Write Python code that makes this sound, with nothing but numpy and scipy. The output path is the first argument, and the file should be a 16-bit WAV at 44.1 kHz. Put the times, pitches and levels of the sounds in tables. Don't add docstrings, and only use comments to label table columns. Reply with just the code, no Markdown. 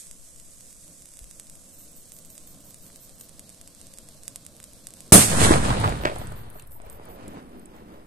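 import sys
import numpy as np
from scipy import signal
from scipy.fft import rfft, irfft
from scipy.io import wavfile
from scipy.ndimage import uniform_filter1d

SR = 44100
rng = np.random.default_rng(int(sys.argv[2]) if len(sys.argv) > 2 else 0)


def wrap_up_sound(samples):
    columns = np.atleast_2d(samples).T
    tamed = np.clip(columns, -1, 1)
    steps = np.round(tamed * 32767).astype(np.int16)
    wavfile.write(sys.argv[1], SR, steps)


def voltage_ratio(level):
    return 10 ** (np.asarray(level, float) / 20)


N = 355446
T = np.arange(N) / SR
BANG_S = 5.1218
PORT_LAG = 19


def unit(x):
    return x / np.sqrt(np.mean(x ** 2))


def noise():
    return rng.standard_normal(N)


def colour(x, points):
    hz, db = np.transpose(points)
    grid_hz = np.arange(2049) * SR / 4096
    gain_db = np.interp(np.log(grid_hz + 1), np.log(hz), db)
    cepstrum = irfft(gain_db * np.log(10) / 20)
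    cepstrum[1:2048] *= 2
    cepstrum[2049:] = 0
    impulse = irfft(np.exp(rfft(cepstrum)))
    return signal.fftconvolve(np.atleast_2d(x), impulse[None], axes=1)[:, :N]


def band(x, lo_hz, hi_hz, order=2):
    edges_hz = [lo_hz, min(hi_hz, .45 * SR)]
    return signal.sosfilt(signal.butter(order, edges_hz, "bandpass", fs=SR, output="sos"), x)


def walk(rate_hz):
    k = int(SR / rate_hz)
    held = np.repeat(rng.standard_normal(N // k + 1), k)
    return uniform_filter1d(uniform_filter1d(held, k), k)[:N]


def clicks(rate_hz, spread_db, size=N):
    u, big = rng.random(size), rng.exponential(size=size)
    sign = np.where(u * SR / rate_hz < .5, 1, -1)
    return unit((u < rate_hz / SR) * voltage_ratio(spread_db * np.minimum(big, 4)) * sign)


def pair(one, alike, lag=0):
    same, a = one(), np.clip(alike, 0, 1)
    shared = np.array([np.roll(same, lag), same])
    return np.sqrt(a) * shared + np.sqrt(1 - a) * np.array([one(), one()])


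def add(out, start_s, sound):
    i = int(start_s * SR)
    out[:, i:i + sound.shape[1]] += sound[:, :N - i]


def sides(pan_db):
    return voltage_ratio(np.array([[pan_db / 2], [-pan_db / 2]]))


# [hz, level_db]
FRESH_JET = [(700, -38.5), (1500, -11.5), (2800, -9.5), (4100, -7), (5500, -4.5), (6800, -4), (8000, -6),
             (9200, -10), (10200, -7.5), (11400, -9.5), (12500, -10), (14500, -10.5)]
# [hz, level_db]
BURNT_JET = [(500, -21), (850, -4.5), (1300, -16.5), (1600, -5), (2000, -8.5), (3300, -3.5), (4200, 0),
             (6000, -4), (7300, -7.5), (9100, -10.5), (10200, -10), (11400, -8), (12500, -9.5), (14500, -6)]
# [hz, level_db]
FLAME = [(24, -40.5), (40, -4.5), (173, 2), (322, -4), (384, -12), (528, -5), (681, -8), (865, -24),
         (1060, -16.5), (1640, -25.5), (1800, -40.5), (2340, -47), (3960, -120)]
# [start_s, peak_db, left_minus_right_db]
SPITS = [(0.068, -32, -13), (0.111, -25, -9), (0.8787, -34.5, -1), (1.1697, -29, -7), (1.1899, -25.5, -2),
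         (1.2411, -29, -1), (1.3102, -27, -5.5), (1.3969, -21, -3), (1.497, -26.5, -1.5), (2.1189, -27, -8),
         (2.3784, -25.5, -7), (2.743, -27.5, -0.5), (2.9585, -27.5, -2), (3.2094, -27, 6.5),
         (3.3936, -23, -1.5), (3.492, -28, -4.5), (3.6122, -27, -5), (3.6747, -27.5, -2.5),
         (3.9373, -28, -6.5), (3.9845, -24, -4), (4.0868, -27.5, -2), (4.2788, -15, -6), (4.358, -17.5, -2),
         (4.4638, -23, -5), (4.6006, -29.5, -4.5), (4.6395, -24, -4), (4.8689, -19.5, -6),
         (4.9368, -27, -2), (5.0045, -24.5, -2.5)]
# [start_s, peak_db]
TICKS = [(0.3588, -33), (0.397, -28.5), (0.606, -30), (0.726, -31), (1.0193, -31.5), (1.0548, -29),
         (1.0861, -32.5), (1.136, -31), (1.23, -36), (1.4674, -33.5), (1.5523, -31.5), (2.164, -31),
         (2.186, -30), (2.247, -31), (2.3003, -32), (2.4725, -33), (2.705, -31), (2.863, -32.5),
         (3.092, -32), (3.291, -31.5), (3.499, -30.5), (3.802, -37.5), (3.8122, -28.5), (3.867, -30),
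         (3.9723, -30.5), (4.2321, -28.5), (4.564, -32.5), (4.6269, -30), (4.9038, -30), (4.968, -34),
         (0.1286, -37), (0.5372, -40.5), (0.7048, -35), (1.1158, -36.5), (1.9751, -42), (2.0545, -34),
         (2.3511, -32.5), (2.5441, -34.5), (2.6038, -38), (3.2091, -31), (3.211, -31.5), (3.181, -36.5),
         (3.195, -35.5), (3.1992, -34.5), (3.2864, -35.5), (3.5251, -37), (3.5441, -33.5), (3.747, -32),
         (3.914, -38.5), (4.2534, -35), (4.4487, -31.5), (4.7314, -32.5), (4.8394, -39.5), (4.885, -33.5),
         (5.0614, -37), (5.077, -37)]
# [start_s, peak_db]
POPS = [(1.3972, -46), (4.6, -16.5), (4.8394, -48.5), (2.9, -22.5), (4.6394, -35), (3.1, -34.5),
        (4.358, -35.5), (4.8692, -27.5), (5.0045, -37)]


def fuse():
    jet_db = -58 + 9.5 * np.exp(-T / 0.0222)
    flame_db = -59.5 + 1.0557 * T + 2 * np.exp(-np.abs(BANG_S - T) / .1)
    sparks = pair(lambda: clicks(1400, 2.2), 0.85)
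    gas = pair(noise, 0.22) * voltage_ratio(1.5 * walk(22)) + 0.85 * sparks
    burnt = np.clip((T - 1.2) / 2.4, 0, 1)
    jet = (1 - burnt) * unit(colour(gas, FRESH_JET)) + burnt * unit(colour(gas, BURNT_JET))
    flame = unit(colour(pair(noise, 0.922), FLAME)) * voltage_ratio(1.8 * walk(17))
    out = (T < BANG_S) * (jet * voltage_ratio(jet_db) + flame * voltage_ratio(flame_db))

    snap, thud = np.zeros((2, 2, N))
    for start_s, peak_db, pan_db in SPITS:
        add(snap, start_s + 0.0013, voltage_ratio(peak_db + 2) * sides(pan_db + 4.5))
    for start_s, peak_db in TICKS:
        add(snap, start_s + 0.0023, voltage_ratio(peak_db + 1.37) * sides(-1.5))
    for start_s, peak_db in POPS:
        add(thud, start_s + 0.001492, voltage_ratio(peak_db) * sides(0))
    thud = thud + voltage_ratio(-34) * snap.mean(axis=0)
    t = np.arange(2000) / SR
    decay = np.exp(-t / 0.0022) * voltage_ratio(-26) + np.exp(-t / 0.018) * voltage_ratio(-37.5)
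    smear = rng.standard_normal((2, 2000)) * decay
    snap = snap + signal.fftconvolve(snap, smear, axes=1)[:, :N]
    return out + band(snap, 1900, 11000, order=1) + band(thud, 990, 2550)


# [hz, level_db]
VALLEY = [(530, -26), (900, 3.5), (3290, -6.5), (4600, -14.5), (4990, -4.5), (7140, -16.5), (10600, -11),
          (14300, -2.5)]


def air():
    hiss = unit(colour(rng.standard_normal((2, N)), [(300, -41.0)] + VALLEY)) * voltage_ratio(-67.5)
    wind = unit(band(pair(noise, .4), 4, 45)) * voltage_ratio(-67 + 3 * walk(7.5)) * sides(3)
    drift = unit(band(pair(noise, 0.59), 0.978, 4.6, order=1)) * voltage_ratio(-54) * sides(5.4)
    since_s = np.clip(T - 1.215, 0, None)
    bump = voltage_ratio(-38.5) * np.sin(2 * np.pi * 45 * since_s) * np.exp(-since_s / 0.0356)
    return hiss + wind + drift + bump


# [start_s, level_db]
CHIRPS = [(1.729, -54.5), (1.7832, -45.5), (1.9527, -47.5), (2.1271, -45.5), (2.2962, -46.5), (2.4663, -48),
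          (2.6452, -47.5), (2.819, -48), (3.005, -46.5), (3.1889, -46.5), (5.6594, -52), (5.8356, -47.5),
          (6.0102, -48.5), (6.1854, -47.5), (6.3579, -46.5), (6.5403, -46.5), (6.7095, -44.5),
          (6.8995, -46), (7.0888, -47.5), (7.2843, -60), (7.5682, -61), (7.7483, -61), (7.92, -63)]
# [hz, level_db]
WING = [(9000, -33), (11500, -17), (12300, -7.5), (13200, -7), (13900, -1), (15000, 3.5)]


def cricket():
    teeth = np.zeros((2, N))
    for start_s, level_db in CHIRPS:
        jitter = rng.standard_normal((2, 40))
        for k, d in enumerate(np.arange(0, .076, .0058)):
            fade_db = -62 * d - 4 * max(d - .06, 0) / .006
            tooth_db = level_db + 1 + fade_db + 1.2 * jitter[1, k]
            add(teeth, start_s + d + .0006 * jitter[0, k], voltage_ratio(tooth_db) * sides(-6.5))
        for early_s, soft_db in ((.049, -11), (.043, -11), (.039, -6), (.035, -6)):
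            add(teeth, start_s - early_s, voltage_ratio(level_db + soft_db) * sides(-8))
    ring = signal.lfilter([1], [1, -np.exp(-1 / SR / 0.0044)], teeth)
    return colour(rng.standard_normal((2, N)) * ring * voltage_ratio(8), WING)


def blast(width_s, rise=0.075):
    u = np.arange(int(12 * width_s * SR)) / SR / width_s
    wave = (1 - u / 1.3) * np.exp(-u / 1.3) * (1 - np.exp(-(u / rise) ** 2))
    return wave / wave.max()


# [delay_s, peak_db, width_s, suction_db]
BOUNCES = [(0, 7, 0.00077, 4), (.0052, 2, 0.0021, -12), (0.0111, -1, 0.00076, -14), (.021, -2.5, .001, -3),
           (0.0252, -7, .001, -19.5), (.031, 0.5, 0.0011, 0), (0.0414, -7, 0.0011, -7),
           (.0465, -5, .0013, -15), (.058, -6.5, .0014, -9), (0.0647, -8, .0013, -10.5),
           (.073, -12, .0013, -16.5)]


def bang():
    out = np.zeros((2, N))
    for delay_s, peak_db, width_s, suction_db in BOUNCES:
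        add(out, BANG_S + delay_s, voltage_ratio(peak_db) * blast(width_s) * sides(0))
        add(out, BANG_S + delay_s + .0019, -voltage_ratio(suction_db) * blast(0.001243, rise=0.35) * sides(0))
    since_s = np.clip(T - BANG_S - .0004, 0, None)
    scrub = unit(band(pair(noise, 0.077), 2500, 14000)) * np.exp(-since_s / 0.0487) * voltage_ratio(-10)
    boom = unit(band(pair(noise, 0.93), 110, 520)) * np.exp(-since_s / 0.034) * voltage_ratio(-18)
    stones = pair(lambda: clicks(900, 3), .4)
    bank = unit(band(stones, 1250, 1950)) * np.exp(-since_s / 0.044) * voltage_ratio(-21)
    return out + (since_s > 0) * (scrub + boom + bank)


def returns(slopes, edges_hz, ranges, span_s, even=0):
    peak_s, level_db, rise_s, fall_s, tone_db = np.transpose(slopes)
    heard = (T > span_s[0]) & (T < span_s[1])
    t = T[heard][:, None]
    swell = np.exp(-2 * np.where(t < peak_s, (peak_s - t) / rise_s, (t - peak_s) / fall_s))
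    out = np.zeros((2, N))
    for k, (alike, trim_db, tilt_db, rate_hz, loss_db_per_s, share) in enumerate(ranges):
        lo_hz, hi_hz = edges_hz[k:k + 2]
        swarm = lambda: clicks(rate_hz, 3.37, size=len(t)) + 0.56 * rng.standard_normal(len(t))
        part = colour(pair(swarm, alike, PORT_LAG), [(lo_hz, 0), (hi_hz, tilt_db)])[:, :len(t)]
        part = unit(band(part, lo_hz, hi_hz, order=3))
        power = uniform_filter1d((part ** 2).mean(axis=0) + 1e-3, size=int(3 * SR / lo_hz))
        part = unit(part / power ** (even / 2))
        level = np.sqrt(swell @ voltage_ratio(2 * (level_db + share * tone_db)))
        air_loss_db = loss_db_per_s * (t[:, 0] - peak_s[0])
        out[:, heard] += part * level * voltage_ratio(trim_db - air_loss_db + 1.744 * walk(25)[heard])
    return out


# [peak_s, level_db, rise_s, fall_s, brightness_db]
HILLS = [(5.15, -10, 0.0325, 0.0254, -3.5), (5.22, -27.5, 0.104, 0.0432, 9.5),
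         (5.31, -33, 0.054, 0.147, 7.5), (5.4, -25, 0.096, 0.049, -10.5), (5.446, -21.5, 0.0589, 0.0424, 7),
         (5.525, -18, 0.101, 0.063, -1), (5.65, -28, 0.024, 0.127, 2.5), (5.712, -32, 0.038, 0.046, -6),
         (5.76, -30.5, 0.31, 0.342, 0), (5.85, -26, 0.149, 0.099, -6), (6.054, -34, 0.0088, 0.052, -2),
         (6.2, -42, 0.12, 0.091, 5), (6.59, -65, 0.029, 0.033, 19), (6.28, -49.5, .05, 0.081, -5),
         (6.38, -49.5, .05, 0.106, 1)]
HILL_EDGES_HZ = [260, 900, 1900, 4500, 15000]
# [likeness, level_db, tilt_db, rate_hz, air_loss_db_per_s, brightness_share]
HILL_RANGES = [(0.714, -1.5, 0, 440, 2, 0.33), (0.13, -6, -4.5, 1000, 2, 0.48),
               (0.17, -7.5, -3.5, 1100, 6, 1), (0.21, -11, -8.5, 7600, 14.5, 1.34)]
# [peak_s, level_db, rise_s, fall_s, boom_db]
RIDGE = [(6.81, -58, 0.027, 0.083, -10.5), (6.87, -51.5, 0.043, 0.21, -5.5),
         (7.09, -50.5, 0.114, 0.22, 0.5), (7.29, -51, 0.122, 0.153, 5.5), (7.385, -55.5, 0.064, 0.055, 14),
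         (7.55, -58.5, 0.0877, 0.28, 10), (7.75, -54.5, 0.061, 0.13, 3), (7.94, -58, 0.17, 0.2, 10.5)]
RIDGE_EDGES_HZ = [30, 170, 420, 900, 5500]
# [likeness, level_db, tilt_db, rate_hz, air_loss_db_per_s, boom_share]
RIDGE_RANGES = [(1, -0.81, -11.5, 1400, -2, 0.092), (0.977, -0.07, -5, 500, -0.72, 0.953),
                (0.995, 3.5, -3.5, 1100, -0.5, 0.01), (0.344, -1, -23, 1300, 1.5, 0.35)]
# [start_s, peak_db, width_s, bearing (0 ahead, 1 right)]
SLAPS = [(5.404, -18.5, .0003, 0.89), (5.416, -3.5, 0.000474, 1), (5.422, -14.5, 0.00067, 0.92),
         (5.45, -3, 0.000324, 1), (5.494, -5.5, 0.000374, 1), (5.508, -17, 0.00114, 0.81),
         (5.5094, -0.5, 0.0008, 1), (5.519, -5, 0.000324, 1), (5.539, -2.5, 0.000208, 1),
         (5.652, -17, 0.00021, 0.35), (5.684, -17, 0.00036, 0.31), (5.7057, -10.5, 0.000204, 0.383),
         (5.815, -16.5, 0.00044, 0.475), (5.8396, -11, 0.00032, 0.296), (5.8444, -13.5, 0.000258, 0.35),
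         (5.849, -14.5, 0.00028, 0.4), (5.877, -11.5, 0.000225, 0.864), (5.924, -16.5, 0.00037, 0.924),
         (6.037, -16.5, 0.000262, 0.884), (6.052, -7.5, 0.000233, 0.88), (6.0551, -2, 0.000251, 0.997),
         (6.0566, -14, 0.00058, 0.88), (6.072, -16, 0.000283, 0.716), (6.162, -21.5, 0.000307, 0.56),
         (6.216, -26, 0.00037, 0.42), (6.321, -30.5, 0.000326, 0.354), (6.556, -37, 0.00054, 0.56),
         (6.801, -33, 0.00034, 0.596), (6.998, -30.5, 0.00059, 0.67), (7.371, -26, 0.00064, 0.97)]


def hills():
    near = returns(HILLS, HILL_EDGES_HZ, HILL_RANGES, (5, 7.4))
    eaten = 1 - np.exp(-np.clip(T - BANG_S, 0, None) / 0.21)
    high = signal.butter(4, 11500, "high", fs=SR, output="sos")
    near = near - eaten * signal.sosfiltfilt(high, near)
    far = np.clip((T - 6.7) / .05, 0, 1)
    out = near * (T > BANG_S + .004)
    out += far * returns(RIDGE, RIDGE_EDGES_HZ, RIDGE_RANGES, (6.65, 9), even=.3)

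    faces = np.zeros((2, N))
    for start_s, peak_db, width_s, bearing in SLAPS:
        pulse = voltage_ratio(peak_db) * np.pad(blast(width_s, rise=.5), (0, PORT_LAG))
        add(faces, start_s, np.array([np.roll(pulse, int(PORT_LAG * min(bearing, 1))), pulse]))
    decay = np.exp(-np.arange(3000) / SR / 0.0402) * voltage_ratio(-34)
    rattle = clicks(2500, 6.1, size=3000)[None] * decay
    trail = signal.fftconvolve(faces, rattle, axes=1)[:, :N]
    return out + band(faces, 172, 6970, order=1) + band(trail, 520, 3800, order=1)


# [start_s, peak_db, pitch_hz, length_s]
HOLLOWS = [(5.426, -19, 701, 0.0045), (5.465, -17.5, 750, 0.0064), (5.485, -17.5, 1510, 0.0043),
           (5.505, -8.5, 317, 0.0078), (5.7946, -27.5, 1078, .008), (5.8128, -30.5, 945, .008),
           (5.8966, -31, 1030, .008), (5.92, -28.5, 1090, 0.0079), (5.6318, -26.5, 1530, .005),
           (5.697, -20.5, 109.7, 0.024), (5.796, -21, 118, 0.028), (5.838, -19, 89.8, 0.0293),
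           (5.556, -16.5, 131, 0.0115), (5.426, -13, 109.6, 0.0152), (5.566, -21.5, 1042, .006),
           (5.652, -24, 1140, 0.0061), (5.683, -24.5, 1156, 0.0053), (5.703, -18.5, 1043, 0.0133),
           (5.84, -13.5, 1070, 0.0156), (5.834, -28, 1595, 0.0058), (5.878, -21.5, 619, 0.0147),
           (6.06, -27.5, 1470, 0.022), (6.056, -25, 626, 0.046), (6.066, -30, 2420, 0.016),
           (6.114, -27, 634, 0.0127), (6.161, -30.5, 744, 0.014), (6.214, -31, 706, 0.0097),
           (6.317, -33, 630.3, 0.01), (6.553, -41, 653, 0.0164), (6.554, -45, 1200, .014),
           (6.553, -46.5, 379, 0.013), (6.317, -41.5, 1536, .006), (6.598, -46.5, 2606, 0.0041),
           (6.759, -43.5, 901, 0.023), (6.8, -43, 596, 0.011), (6.831, -45, 665, 0.023),
           (6.859, -54, 2300, 0.0073), (7.27, -46.5, 300, .04), (7.332, -42.5, 292, .045),
           (7.44, -46, 270, .045), (7.547, -45, 260, .04), (7.301, -52, 620, 0.029),
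           (5.853, -20.5, 1007, 0.0135)]
# [peak_s, level_db, rise_s, fall_s, brightness_db]
DEEP = [(5.145, -16.5, 0.013, 0.052, 4), (5.22, -28.5, .05, 0.069, -1.5), (5.31, -28.5, 0.052, .1, 1.5),
        (5.4, -22.5, 0.062, 0.068, 1.5), (5.45, -21, 0.045, 0.055, -2), (5.52, -21.5, 0.084, 0.087, -0.5),
        (5.62, -27.5, .04, .08, 0.5), (5.7, -24.5, 0.046, 0.048, -4), (5.8, -28.5, 0.078, 0.057, 1),
        (5.87, -27, .05, 0.133, -4), (6.05, -39, 0.053, 0.075, -1), (6.2, -36, 0.063, 0.067, -5.5),
        (6.27, -38.5, 0.038, 0.114, -5), (6.45, -47.5, 0.093, 0.12, -2), (6.65, -50, 0.097, 0.19, -8.5),
        (6.85, -54.5, .1, 0.28, -9)]
DEEP_EDGES_HZ = [28, 60, 135, 260]
# [likeness, level_db, tilt_db, rate_hz, air_loss_db_per_s, brightness_share]
DEEP_RANGES = [(.93, -4.5, -0.093, 300, 0, -0.42), (0.91, -1.42, 0.93, 300, 0, -0.12),
               (0.988, -2, -1.5, 330, 0, 1.01)]
# [below_hz, build_up_s]
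LOWS_LATE = [(60, 0.36), (125, .05)]


def hollows():
    out, t = np.zeros((2, N)), np.arange(4000) / SR
    for start_s, peak_db, pitch_hz, length_s in HOLLOWS:
        burst = band(rng.standard_normal(5000), pitch_hz / 1.11, pitch_hz * 1.11)
        burst = (burst / np.abs(signal.hilbert(burst)) ** .7)[-4000:]
        burst = burst * np.exp(-(t / length_s) ** 2) * (1 - np.exp(-t * pitch_hz / 1.5))
        both = np.array([np.roll(burst, PORT_LAG), burst])
        add(out, start_s, voltage_ratio(peak_db) * both / np.abs(burst).max())
    deep = returns(DEEP, DEEP_EDGES_HZ, DEEP_RANGES, (5, 7.4), even=.7)
    for below_hz, build_up_s in LOWS_LATE:
        low = signal.sosfiltfilt(signal.butter(2, below_hz, fs=SR, output="sos"), deep)
        deep = deep - np.exp(-((T - BANG_S) / build_up_s) ** 2) * low
    return out + (T > BANG_S + .004) * deep


# [start_s, peak_db, left_minus_right_db, knock_db]
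GRIT = [(5.8016, -27, 12, -11), (5.893, -31.5, -3, -6), (6.0511, -49.5, 0, -8), (6.1581, -37, -7, -7),
        (6.185, -29, 7, -25), (6.271, -31.5, -7.5, -13.5), (6.322, -37, 2.5, -13.5),
        (6.5013, -36.5, 10.5, -26.5), (6.5301, -45.5, 10, -31), (6.5971, -42, -1, -1),
        (6.6228, -38, 4.5, -11), (6.6736, -41.5, 3.5, -22.5), (6.7191, -41, 20, -24),
        (6.8183, -45, -13, -15), (6.8507, -47.5, -1, -14), (6.8991, -30.5, -2, -20), (6.928, -43, -4, -9),
        (7.0363, -53, -10, -12), (7.0549, -39, 9, -19.5), (7.2802, -29.5, 1.5, -18.5),
        (7.4924, -54.5, 2, -6), (7.5961, -42, -1.5, -19.5), (7.657, -32.5, -9, -32.5),
        (7.7645, -55, -0.5, -6)]


def grit():
    out, t = np.zeros((2, N)), np.arange(600) / SR
    for start_s, peak_db, pan_db, knock_db in GRIT:
        tick = band(rng.standard_normal((2, 600)), 7620, 11780)
        tick = tick * (np.exp(-t / 0.00062) + voltage_ratio(-17) * np.exp(-t / .004))
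        knock = band(rng.standard_normal(600), 1200, 6230, order=1)
        knock = knock * np.exp(-t / 0.00218) * voltage_ratio(knock_db + 9)
        add(out, start_s, voltage_ratio(peak_db - 6) * (tick + knock) * sides(pan_db))
    dust = unit(band(pair(lambda: clicks(600, 4.3), .3), 9000, 13470)) * voltage_ratio(-66 + 2.5 * walk(6.5))
    return out + dust * (T > 5.7) * np.exp(-(T - 5.7).clip(0) / 0.88)


def scene():
    return fuse() + air() + cricket() + bang() + hills() + hollows() + grit()


# [hz, margin_db]
STARVE = [(1800, 60), (2300, 3), (2800, 2.2), (4300, 2.1), (4900, 2.5), (6000, 3.5), (7200, 5.5),
          (11000, 5), (12500, 2.6), (14000, 2.6)]
# [hz, margin_db]
STARVE_LATE = [(2000, 60), (2600, 4.5), (3600, 2.8), (4200, 2.3), (6300, 2), (7000, 4), (7600, 6),
               (11000, 5.5), (12500, 3.6), (14000, 3.6)]


def starve(x):
    hz, s, z = signal.stft(x, SR, nperseg=1024, noverlap=768)
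    power = (np.abs(z[:, :510]) ** 2).reshape(2, 102, 5, -1).mean(axis=(0, 2))
    power = uniform_filter1d(power, 4, axis=1)
    band_hz = hz[2:510:5]
    early_db, late_db = (np.interp(band_hz, *np.transpose(m))[:, None] for m in (STARVE, STARVE_LATE))
    margin_db = np.where(s > 6.3, late_db, early_db + 1.5 * (s > 5.55))
    weak = power < voltage_ratio(-2 * margin_db) * uniform_filter1d(power, 7, axis=0)
    weak &= np.abs(s - BANG_S) > .04
    weak |= (band_hz[:, None] > 11800) & (power < voltage_ratio(-2 * 36) * power[1:].mean(axis=0))
    weak = uniform_filter1d(1. * weak, 5, axis=1) > .1
    z[:, :510] *= 1 - .99 * np.repeat(weak, 5, axis=0)
    return signal.istft(z, nperseg=1024, noverlap=768)[1][:, :N]


def roll_off(x):
    return signal.sosfilt(signal.butter(12, 16000, fs=SR, output="sos"), x)


# [pitch_hz, width_hz]
PORTS = [(10500, 2400), (8420, 900)]
# [hz, left_db, right_db]
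PORT_TRIM = [(2000, -1.02, 0.1673), (4500, 0.5, -1.71), (6760, -1.5, 1.35), (7400, -0.5, -1),
             (9200, -1, 0.5), (10500, 1.5, -0.5), (11400, 0.5, 2.5), (12470, -2, 3), (13600, -1, 4)]


def record(dry):
    f = np.fft.rfftfreq(N, 1 / SR)
    hz, *trim_db = np.transpose(PORT_TRIM)
    trim = voltage_ratio(np.array([np.interp(f, hz, db) for db in trim_db]))
    cavity = np.array([1 - (f / p) ** 2 + 1j * f * w / p ** 2 for p, w in PORTS])
    x = irfft(rfft(dry) * trim / cavity, N)
    since_s = np.clip(T - BANG_S - .12, 0, None)
    sag = -.5 * (since_s / 0.18) ** 2 * np.exp(-since_s / 0.11)
    recovery = 0.0665 * since_s * np.exp(-since_s / .5) * np.array([[1.6], [1.]])
    x = np.clip(x + sag + recovery, -.9, .9)

    top = x - signal.sosfiltfilt(signal.ellip(10, .05, 45, 14260, fs=SR, output="sos"), x)
    sharp = uniform_filter1d(top ** 2, 44) > 7.2 * uniform_filter1d(top ** 2, 2200)
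    sharp |= np.abs(T - BANG_S - .022) < .024
    kept = np.minimum(uniform_filter1d(1. * sharp, 88) * 4, 1)
    duck = np.where((T > BANG_S - 0.0077) & (T < BANG_S - .0012), voltage_ratio(-25.5), 1)
    mix = duck * (starve(x - top) + voltage_ratio(-13.5) * kept * top)
    return roll_off(mix)


dry = scene()
out = record(dry)
wrap_up_sound(out)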